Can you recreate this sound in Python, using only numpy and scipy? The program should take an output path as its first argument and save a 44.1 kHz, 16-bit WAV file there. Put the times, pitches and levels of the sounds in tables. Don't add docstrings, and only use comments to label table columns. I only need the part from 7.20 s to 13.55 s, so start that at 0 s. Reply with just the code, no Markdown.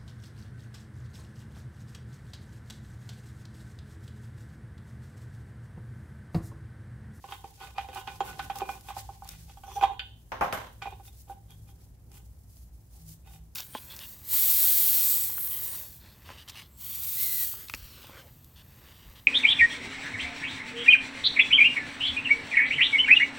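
import sys
import numpy as np
from scipy import signal
from scipy.fft import rfft, irfft, next_fast_len
from scipy.io import wavfile

SR = 44100
rng = np.random.default_rng(int(sys.argv[2]) if len(sys.argv) > 2 else 0)


def transcribe(signal):
    frames = np.atleast_2d(signal).T
    limited = np.clip(frames, -1, 1)
    pcm = np.round(limited * 32767).astype(np.int16)
    wavfile.write(sys.argv[1], SR, pcm)


N = 280035
TIME = np.arange(N) / SR
CUTOFF_HZ = 15600
CLONK_HZ = 778
SWELL_SHAPE = 1.3
FINGERING_BRIGHT_DB = 6

# frequency in Hz, density in dB per Hz.
RUMBLE = [(15, -45.5), (28, -25.5), (40, -14.5), (58, 0.5), (80, -9), (110, -3), (140, -19), (200, -22),
          (300, -28.5), (500, -35), (800, -36), (1200, -44.5), (2000, -46), (5000, -59.5), (9000, -55),
          (12500, -53), (16000, -59)]
# time in seconds, relative level in dB.
RUMBLE_DB = [(0.0, -55.5), (0.75, -51), (3.3, -50.5), (6.35, -51.5)]
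# frequency in Hz, level in dB.
HUM = [(62.5, -59.5), (161, -68.5)]
# start in seconds, end in seconds, level in dB relative to its HUM row.
HUM_SWELLS = [(2.05, 2.37, 12), (4.2, 4.55, 8.5), (5.75, 6.02, 16.5), (6.05, 6.35, 11.5)]
# frequency in Hz, left-right correlation.
LIKENESS = [(30, 1), (100, 0.96), (250, .8), (700, 0.51), (2000, 0.026), (5000, 0), (14000, 0.15)]
# frequency in Hz, t60 in seconds.
GARAGE = [(150, 0.34), (500, 0.38), (1500, 0.35), (4000, 0.41), (14000, 0.21)]

# frequency in Hz, density in dB per Hz.
CLOTH = [(60, -16.5), (130, 1.5), (200, -1), (320, -4.5), (600, -19.5), (1500, -32), (6000, -51)]
# start in seconds, end in seconds, level in dB.
DULL_SWELLS = [(0.75, 1.75, -56), (3.12, 3.48, -53.5), (4.3, 4.75, -65.5), (4.75, 5.15, -63.5),
               (5.7, 6.15, -68)]
SLEEVE_REST_DB = -76.5

# frequency in Hz, density in dB per Hz.
RUSTLE = [(300, -8.5), (1000, -6.5), (2500, -2), (3700, -1.5), (4800, 2), (7000, 0.5), (9500, 0),
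          (12000, 1.5), (14500, -3.5), (16000, 2.5)]
# time in seconds, relative level in dB.
GRIP = [(0.0, -59.5), (0.7, -62.5), (1.1, -58.5), (1.8, -60), (2.55, -62), (2.75, -75), (3.1, -70),
        (3.5, -65.5), (4.2, -71), (6.35, -72)]
# start in seconds, end in seconds, relative level in dB.
REGRIPS = [(0.223, 0.354, -60.5), (1.795, 1.966, -60.5), (2.147, 2.259, -55), (2.548, 2.6, -54),
           (3.9, 4.058, -62.5), (5.29, 5.483, -67), (5.84, 5.973, -55.5)]
# time in seconds, relative level in dB.
SNAPS = [(0.747, -38), (1.3573, -36), (1.3862, -32), (1.6095, -44.5), (2.046, -43), (2.0763, -41),
         (2.0897, -30), (4.306, -46), (4.9167, -48), (4.941, -51.5), (5.3689, -51)]

# time in seconds, then thud, rattle and bright clash in relative dB.
DROPS = [(3.119, -34, -38.5, -69), (3.210, -21, -36.5, -47.5), (3.220, -29, -40, -50),
         (3.326, -30.5, -31, -38.5), (3.397, -54, -52.5, -61)]
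# frequency in Hz, density in dB per Hz.
THUD = [(100, -11.5), (200, -10), (400, -10.5), (620, 5), (950, 2.5), (1250, 0.5), (1700, -11), (2500, -10),
        (4000, -49.5), (8000, -55.5)]
# frequency in Hz, density in dB per Hz.
RATTLE = [(90, -5), (200, 6), (330, -0.5), (500, 8.5), (1400, 7), (2800, -2), (4000, -8.5), (6200, -11),
          (7200, -35), (14000, -41.5)]
# frequency in Hz, density in dB per Hz.
CLASH = [(1000, -19.5), (3500, -19), (5000, -29), (7000, 0), (9000, -3), (12000, 3.5), (14000, -2.5),
         (16000, -11)]
# frequency in Hz, density in dB per Hz.
TICK = [(300, -5.5), (1000, 8), (2500, 6.5), (4000, -11.5), (6300, -4), (7200, -37), (14000, -26)]
# frequency in Hz, relative level in dB, t60 in seconds, left-right difference in dB.
TOOL = [(220, -21.5, 0.2, -6), (528, -8, 0.088, -6.5), (619, -13.5, 0.33, -6.5), (724, -3.5, 0.077, 0),
        (957, -10, 0.15, 3), (1181, -20, 0.2, -1), (1290, -15.5, 0.2, -5.5), (1410, -5, 0.086, 1)]

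# time in seconds, relative level in dB.
SLIP = [(2.7934, -31.5)]
# frequency in Hz, relative level in dB, t60 in seconds, left-right difference in dB.
SPANNER = [(1491, -9, .12, -2), (1782, -18, .2, -2), (2520, -9, .16, -2), (2799, -12, .12, -2),
           (2918, -6, .06, -2), (3076, -2, .1, -3), (3488, -12, .19, -2), (3720, -14, .07, -2),
           (4468, -22, .12, -2), (4597, -19, .17, -2), (7074, -29, .14, 0)]
# frequency in Hz, density in dB per Hz.
PING = [(500, -19), (1000, -18.5), (1600, -5), (2100, -6), (3000, 3.5), (3700, -3), (4200, -17),
        (4700, -5.5), (5300, -30), (7200, -49), (9000, -37)]

# start in seconds, end in seconds, pitch in Hz, relative level in dB.
GROANS = [(2.559, 2.59, 802, -27), (2.612, 2.652, 782.5, -29), (4.091, 4.14, 795.3, -41.5)]
# time in seconds, level in dB.
CREAK = [(2.43, -83.5), (2.47, -58.5), (2.53, -55.5), (2.57, -51), (2.60, -65.5), (2.635, -52.5),
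         (2.68, -89.5)]
# frequency in Hz, relative level in dB, t60 in seconds.
CREAK_MODES = [(3400, -6, .03), (5910, -2.5, 0.015), (6900, -10, 0.046), (9650, -10, .03),
               (14280, -6.5, .012)]

# start in seconds,
# end in seconds, body in relative dB, grit in relative dB, favoured pitch in Hz, glove in relative dB.
STROKES = [(0.069, 0.177, -45.5, -53.5, 3400, -52), (0.374, 0.518, -47, -51, 1490, -54.5),
           (0.545, 0.673, -51, -56.5, 2430, -57), (0.704, 0.847, -43.5, -54, 3010, -50.5),
           (0.843, 1.01, -54, -66, 2430, -56), (1.025, 1.157, -47, -49, 1490, -49),
           (1.141, 1.318, -51, -56.5, 1490, -52), (1.332, 1.437, -47.5, -53.5, 1490, -48.5),
           (1.432, 1.6, -51.5, -59, 2430, -51), (1.642, 1.74, -49.5, -57.5, 3300, -50.5),
           (1.742, 1.833, -47.5, -63, 2410, -43.5), (2.054, 2.169, -60.5, -55.5, 2180, -50.5),
           (2.276, 2.342, -61, -63, 3070, -56), (2.44, 2.673, -44.5, -59, 3030, -58),
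           (2.604, 2.663, -34.5, -44, 1490, -49), (2.658, 2.777, -52, -64, 2830, -85),
           (3.604, 3.761, -55, -57.5, 2570, -72), (3.817, 3.923, -75, -68.5, 3620, -60.5),
           (4.067, 4.147, -54, -65.5, 3100, -62.5), (4.273, 4.36, -61.5, -66.5, 3350, -62.5),
           (4.461, 4.54, -66, -71, 3300, -64.5), (4.572, 4.688, -77, -91.5, 3610, -62),
           (4.9, 5.018, -59.5, -63.5, 3050, -62), (5.679, 5.882, -71, -92.5, 3640, -61),
           (6.027, 6.214, -60.5, -65, 2910, -61)]
# time in seconds, then clonk, hard edge and low thump in relative dB,
# and the favoured pitch of the contact point in Hz.
KNOCKS = [(0.041, -36, -55, -40.5, 2240), (0.122, -32, -43.5, -59, 3400), (0.242, -34, -55.5, -38, 2090),
          (0.411, -43, -58, -65, 2470), (0.582, -21.5, -37.5, -52, 1980), (0.687, -36, -51.5, -37, 2010),
          (0.73, -41, -51, -61, 2590), (0.759, -30, -46.5, -55, 2950), (0.771, -32.5, -48, -53, 2760),
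          (0.875, -29, -38.5, -43.5, 2820), (1.005, -17, -39.5, -28.5, 3240), (1.193, -26, -38, -58, 3810),
          (1.299, -22.5, -41, -41.5, 2230), (1.354, -36, -53, -53, 3600),
          (1.417, -20.5, -46.5, -29.5, 2440), (1.491, -25, -42, -33.5, 2430),
          (1.686, -35, -46, -44.5, 3390), (1.703, -31.5, -46.5, -54, 3840), (1.766, -27, -54.5, -55, 2280),
          (1.89, -32.5, -68, -43, 2780), (2.021, -36, -70, -57, 2980), (2.053, -43.5, -59.5, -64, 4600),
          (2.371, -41.5, -62, -71.5, 3233), (2.436, -37.5, -57, -64.5, 2930),
          (2.611, -24.5, -42, -52, 2543), (2.627, -19, -43, -50, 3264), (2.636, -11, -36, -41.5, 2870),
          (2.677, -51, -54.5, -50, 2450), (3.622, -33, -39, -51, 2470), (3.656, -29, -50.5, -41, 2430),
          (3.671, -27.5, -73, -44, 2440), (3.724, -35, -87, -44, 2520), (3.797, -42, -71, -53, 2440),
          (4.097, -36.5, -65, -42, 3620)]
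# frequency in Hz, relative level in dB, t60 in seconds, left-right difference in dB.
PLATE = [(286.2, -14, 0.036, 1.5), (376.3, -7, .07, -1.5), (449, -12.5, 0.084, -8), (511, -14, 0.052, 9.5),
         (788.8, -0.5, 0.065, -5), (786, -23.5, 0.16, -3.5), (891, -7.5, 0.021, -1.5),
         (1043, -2.5, 0.017, -4.5), (1252, -5.5, 0.015, 1.5), (1481, -9.5, 0.12, -3.5),
         (1992, -12, 0.026, 2.5), (2427, -8.5, .09, -4.5), (2565, -12, .06, -5), (2890, -7.5, 0.014, -5),
         (3090, -23.5, 0.11, -0.5), (3267, -9.5, 0.042, -5), (3680, -17, 0.14, -6.5),
         (4650, -12.5, 0.019, -7.5), (5860, -21.5, 0.059, -7), (7140, -22, 0.098, -2)]
# frequency in Hz, density in dB per Hz.
CRACK = [(200, -9.5), (400, -7), (600, -14), (1100, 1), (1700, 1.5), (2800, 5), (3600, -2.5), (4100, -4),
         (5000, -9), (8000, -21), (12000, -24.5), (16000, -32)]


def from_db(db):
    return 10 ** (np.asarray(db) / 20)


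def rms_one(x):
    return x / np.sqrt(np.mean(x ** 2) + 1e-20)


def level(rows):
    return from_db(np.interp(TIME, *np.transpose(rows)))


def at_hz(points, hz):
    f, value = np.transpose(points)
    return np.interp(np.log(hz + 1), np.log(f), value)


def pan(db):
    return from_db(np.array([[db], [-db]]) / 2)


def wander(per_s):
    knots = rng.standard_normal(1000)
    return np.interp(TIME * per_s, np.arange(len(knots)), knots)


def swells(rows, rest_db):
    power = np.zeros(N) + from_db(rest_db) ** 2
    for start, end, db in rows:
        span = slice(int(start * SR), int(end * SR))
        arch = np.abs(np.sin(np.linspace(0, np.pi, len(power[span]))))
        power[span] += (from_db(db) * arch ** SWELL_SHAPE) ** 2
    return np.sqrt(power)


def colour(x, spectrum):
    size = 2 * next_fast_len(N // 2 + 1)
    gain = from_db(at_hz(spectrum, np.fft.rfftfreq(size, 1 / SR)))
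    return rms_one(irfft(rfft(x, size) * gain)[..., :N])


def air_noise(spectrum, size):
    hz = np.fft.rfftfreq(2 * next_fast_len(size // 2 + 1), 1 / SR)
    alike = np.clip(at_hz(LIKENESS, hz), -.99, .99)
    mid, side = rfft(rng.standard_normal((2, 2 * len(hz) - 2)))
    both = np.sqrt(1 + alike) * mid + np.sqrt(1 - alike) * side * [[1], [-1]]
    return rms_one(irfft(both * from_db(at_hz(spectrum, hz)))[:, :size])


def clicks(times, db):
    out = np.zeros(N)
    out[np.round(np.asarray(times) * SR).astype(int)] = from_db(db)
    return out


def grains(per_s, spread_db):
    sizes = from_db(spread_db * np.minimum(rng.exponential(1, N), 4))
    signs = rng.choice([-1, 1], N)
    touching = rng.random(N) < per_s / SR
    return rms_one(sizes * signs * touching)


def ring(force, hz, t60):
    r = from_db(-60 / (t60 * SR))
    w = 2 * np.pi * hz / SR
    return signal.lfilter([0, np.sin(w)], [1, -2 * r * np.cos(w), r * r], force + 1e-18)


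def struck(force, modes):
    out = 0
    for k, (hz, db, t60, side_db) in enumerate(modes):
        out = out + from_db(db) * ring(force, hz, t60) * pan(side_db) * (-1) ** k
    return out


def bursts(times, db, spectrum, t60, first_db=0.0):
    out, size = np.zeros((2, N + SR)), SR // 2
    onset = from_db(first_db * np.exp(-TIME[:size] / 0.001))
    fade = np.exp(-np.log(1000) * TIME[:size] / t60) * onset
    for at, gain in zip(np.round(np.asarray(times) * SR).astype(int), from_db(db)):
        out[:, at:at + size] += gain * air_noise(spectrum, size=size) * fade
    return out[:, :N]


def favour(hz, favoured_hz, octaves):
    return np.exp(-(np.log2(hz / favoured_hz) / octaves) ** 2)


def background(rumble_db, waver, upper_rest_db=-2.0):
    slow = colour(rng.standard_normal((len(HUM), N)), [(1, 0), (4, 0), (20, -60), (60, -140)])
    low, upper = [np.sqrt(2) * from_db(db) * np.sin(2 * np.pi * hz * TIME + waver * drift)
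                  for (hz, db), drift in zip(HUM, slow)]
    rumble = air_noise(RUMBLE, size=N) * level(RUMBLE_DB) * from_db(rumble_db)
    return rumble + low + upper * swells(HUM_SWELLS, upper_rest_db)


def garage(x, build_s):
    t, tail = TIME[:SR * 3 // 4], 0
    white = air_noise([(20, 0), (20000, 0)], size=len(t))
    edges = np.geomspace(90, 18000, 9)
    for low, high in zip(edges, edges[1:]):
        band = signal.sosfilt(signal.butter(2, [low, high], "band", fs=SR, output="sos"), white)
        tail = tail + band * np.exp(-np.log(1000) * t / at_hz(GARAGE, np.sqrt(low * high)))
    tail = tail * (1 - np.exp(-(t / build_s) ** 2))
    return signal.fftconvolve(x, tail / np.sqrt(np.sum(tail ** 2) / 2), axes=1)[:, :N]


def dull_rustle():
    return air_noise(CLOTH, size=N) * swells(DULL_SWELLS, SLEEVE_REST_DB)


def gloves(per_s, spread_db, rub_db, snap_db, snap_t60, catch_db=2.0, patchy_db=2.5):
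    rub = colour(np.array([grains(per_s, spread_db), grains(per_s, spread_db)]), RUSTLE)
    low = signal.sosfilt(signal.butter(1, 8000, fs=SR, output="sos"), rub)
    fingering = TIME >= CREAK[-1][0]
    tilt = from_db(patchy_db * wander(per_s=16) - FINGERING_BRIGHT_DB * fingering)
    catching = from_db(catch_db * wander(per_s=100))
    rub = rms_one((low * tilt + (rub - low) / tilt) * catching)
    moves = [(start, end, glove_db) for start, end, *steel, glove_db in STROKES] + REGRIPS
    grip_db = np.interp(TIME, *np.transpose(GRIP))
    s, db = np.transpose(SNAPS)
    snaps = bursts(s, db + snap_db, RUSTLE, snap_t60)
    return rub * swells(moves, grip_db) * from_db(rub_db) + snaps


def laid_down(thud_t60, rattle_t60, clash_t60, first_db, ring_db=-4.5, jiggle_db=4.0, tick_db=6.0, tick_t60=.015):
    s, thud, rattle, clash = np.transpose(DROPS)
    tick = bursts(s, rattle + tick_db, TICK, tick_t60)
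    body = bursts(s, thud, THUD, thud_t60, first_db) + struck(clicks(s, thud + ring_db), TOOL)
    loose = bursts(s, rattle, RATTLE, rattle_t60) + bursts(s, clash, CLASH, clash_t60)
    jiggle = rms_one(from_db(jiggle_db * wander(per_s=170)))
    return tick + body + loose * jiggle


def slip_off(dense_db, dense_t60, first_db):
    s, db = np.transpose(SLIP)
    dense = bursts(s, db + dense_db, PING, dense_t60, first_db) * pan(-2.6)
    return struck(clicks(s, db), SPANNER) + dense


def groans(waver, overtone_db):
    out, drift = 0, waver * wander(per_s=130)
    for start, end, hz, db in GROANS:
        phase = 2 * np.pi * hz * (TIME - start) + drift
        swell = np.sin(np.pi * np.clip((TIME - start) / (end - start), 0, 1))
        out = out + from_db(db) * swell * (np.sin(phase) + from_db(overtone_db) * np.sin(2 * phase))
    return out * pan(-3.5)


def creak(per_s, spread_db, catch_db=2.5):
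    out = 0
    for hz, db, t60 in CREAK_MODES:
        catching = from_db(db + catch_db * wander(per_s=44))
        out = out + catching * np.array([rms_one(ring(grains(per_s, spread_db), hz, t60)) for ear in range(2)])
    return rms_one(out) * level(CREAK) * (TIME > CREAK[0][0]) * (TIME < CREAK[-1][0])


def scrape(per_s, spread_db, clump_db, roam_db, focus_db, crack_db):
    clumps = from_db(clump_db * wander(per_s=110))
    slips = grains(per_s, spread_db) * clumps
    mode_hz = np.array(PLATE)[:, 0]
    is_low = mode_hz < 1300
    rings = []
    for k, (hz, db, t60, side_db) in enumerate(PLATE):
        roaming = from_db(db + roam_db * wander(per_s=25))
        rings.append(ring(slips, hz, t60) * roaming * min(1, hz / CLONK_HZ) * (-1) ** (k // 2))
    rings = np.array(rings)
    power = np.mean(rings ** 2, axis=1)
    sides = np.hstack([pan(mode[3]) for mode in PLATE])
    other_slips = grains(per_s, spread_db) * clumps
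    crack = colour(np.array([slips, other_slips]), CRACK) * from_db(crack_db) * pan(-1.5)
    out = np.zeros((2, N))
    for start, end, body_db, grit_db, favoured_hz, glove_db in STROKES:
        span = slice(int(start * SR), int(end * SR))
        high = ~is_low * from_db(focus_db * favour(mode_hz, favoured_hz, octaves=0.14))
        body = from_db(body_db) * is_low / np.sqrt(power @ is_low)
        grit = from_db(grit_db) * high / np.sqrt(power @ high ** 2)
        stroke = (sides * (body + grit)) @ rings[:, span] + from_db(grit_db) * crack[:, span]
        out[:, span] += stroke * np.sin(np.linspace(0, np.pi, stroke.shape[1]))
    return out


def knocks(scatter_db, edge_db, clonk_db, thump_db, focus_db, focus_octaves, rise_t60,
           chatter_db, chatter_s, crack_db, crack_t60):
    s, clonk, edge, thump, favoured_hz = np.transpose(KNOCKS)
    out = bursts(s, edge + crack_db, CRACK, crack_t60, first_db=6.0) * pan(-1.5)
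    touches = np.clip(s[:, None] + chatter_s * rng.uniform(-.4, 1, (len(s), 4)), 0, TIME[-2])
    for k, (hz, db, t60, side_db) in enumerate(PLATE):
        hard = np.clip(np.log2(hz / 950), 0, 1)
        edge_drive = edge + edge_db + focus_db * favour(hz, favoured_hz, focus_octaves)
        drive = (1 - hard) * (clonk + clonk_db) + hard * edge_drive
        drive = db + (thump + thump_db if hz < 650 else drive)
        loose = min(1, 2 * abs(np.log2(hz / CLONK_HZ)))
        force = clicks(s, drive + scatter_db * loose * rng.standard_normal(len(s)))
        touch_db = drive[:, None] + chatter_db + scatter_db * rng.standard_normal(touches.shape)
        force = force + loose * clicks(touches, touch_db)
        rung = ring(force, hz, t60) - ring(force, hz, rise_t60 * CLONK_HZ / hz)
        out += rung * pan(side_db) * (-1) ** (k // 2)
    return out


def scene():
    brake = knocks(scatter_db=5.5, edge_db=-2.5, clonk_db=-0.5, thump_db=-1.0, focus_db=10.5, focus_octaves=0.081,
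                   rise_t60=0.0069, chatter_db=-5.5, chatter_s=.009, crack_db=-2.0, crack_t60=0.14)
    brake += scrape(per_s=900, spread_db=4.5, clump_db=5.0, roam_db=4.0, focus_db=10.5, crack_db=-0.5)
    brake += creak(per_s=3500, spread_db=6.5) + groans(waver=0.36, overtone_db=-29.0)
    brake += slip_off(dense_db=-1.5, dense_t60=0.1, first_db=-1.0)
    brake[0] = np.roll(brake[0], 1)
    floor = laid_down(thud_t60=0.19, rattle_t60=0.35, clash_t60=0.19, first_db=-4.5) * pan(-1.8)
    rustle = gloves(per_s=13000, spread_db=4.0, rub_db=5.0, snap_db=0.0, snap_t60=0.018)
    rustle += dull_rustle()
    room = garage(from_db(-8) * brake + from_db(-3.5) * floor + from_db(-9.5) * rustle, build_s=0.0025)
    return brake + floor + rustle + room + background(rumble_db=-0.5, waver=0.6)


def record(dry):
    return signal.sosfilt(signal.ellip(10, .1, 80, CUTOFF_HZ, fs=SR, output="sos"), dry)


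dry = scene()
out = record(dry)
transcribe(out)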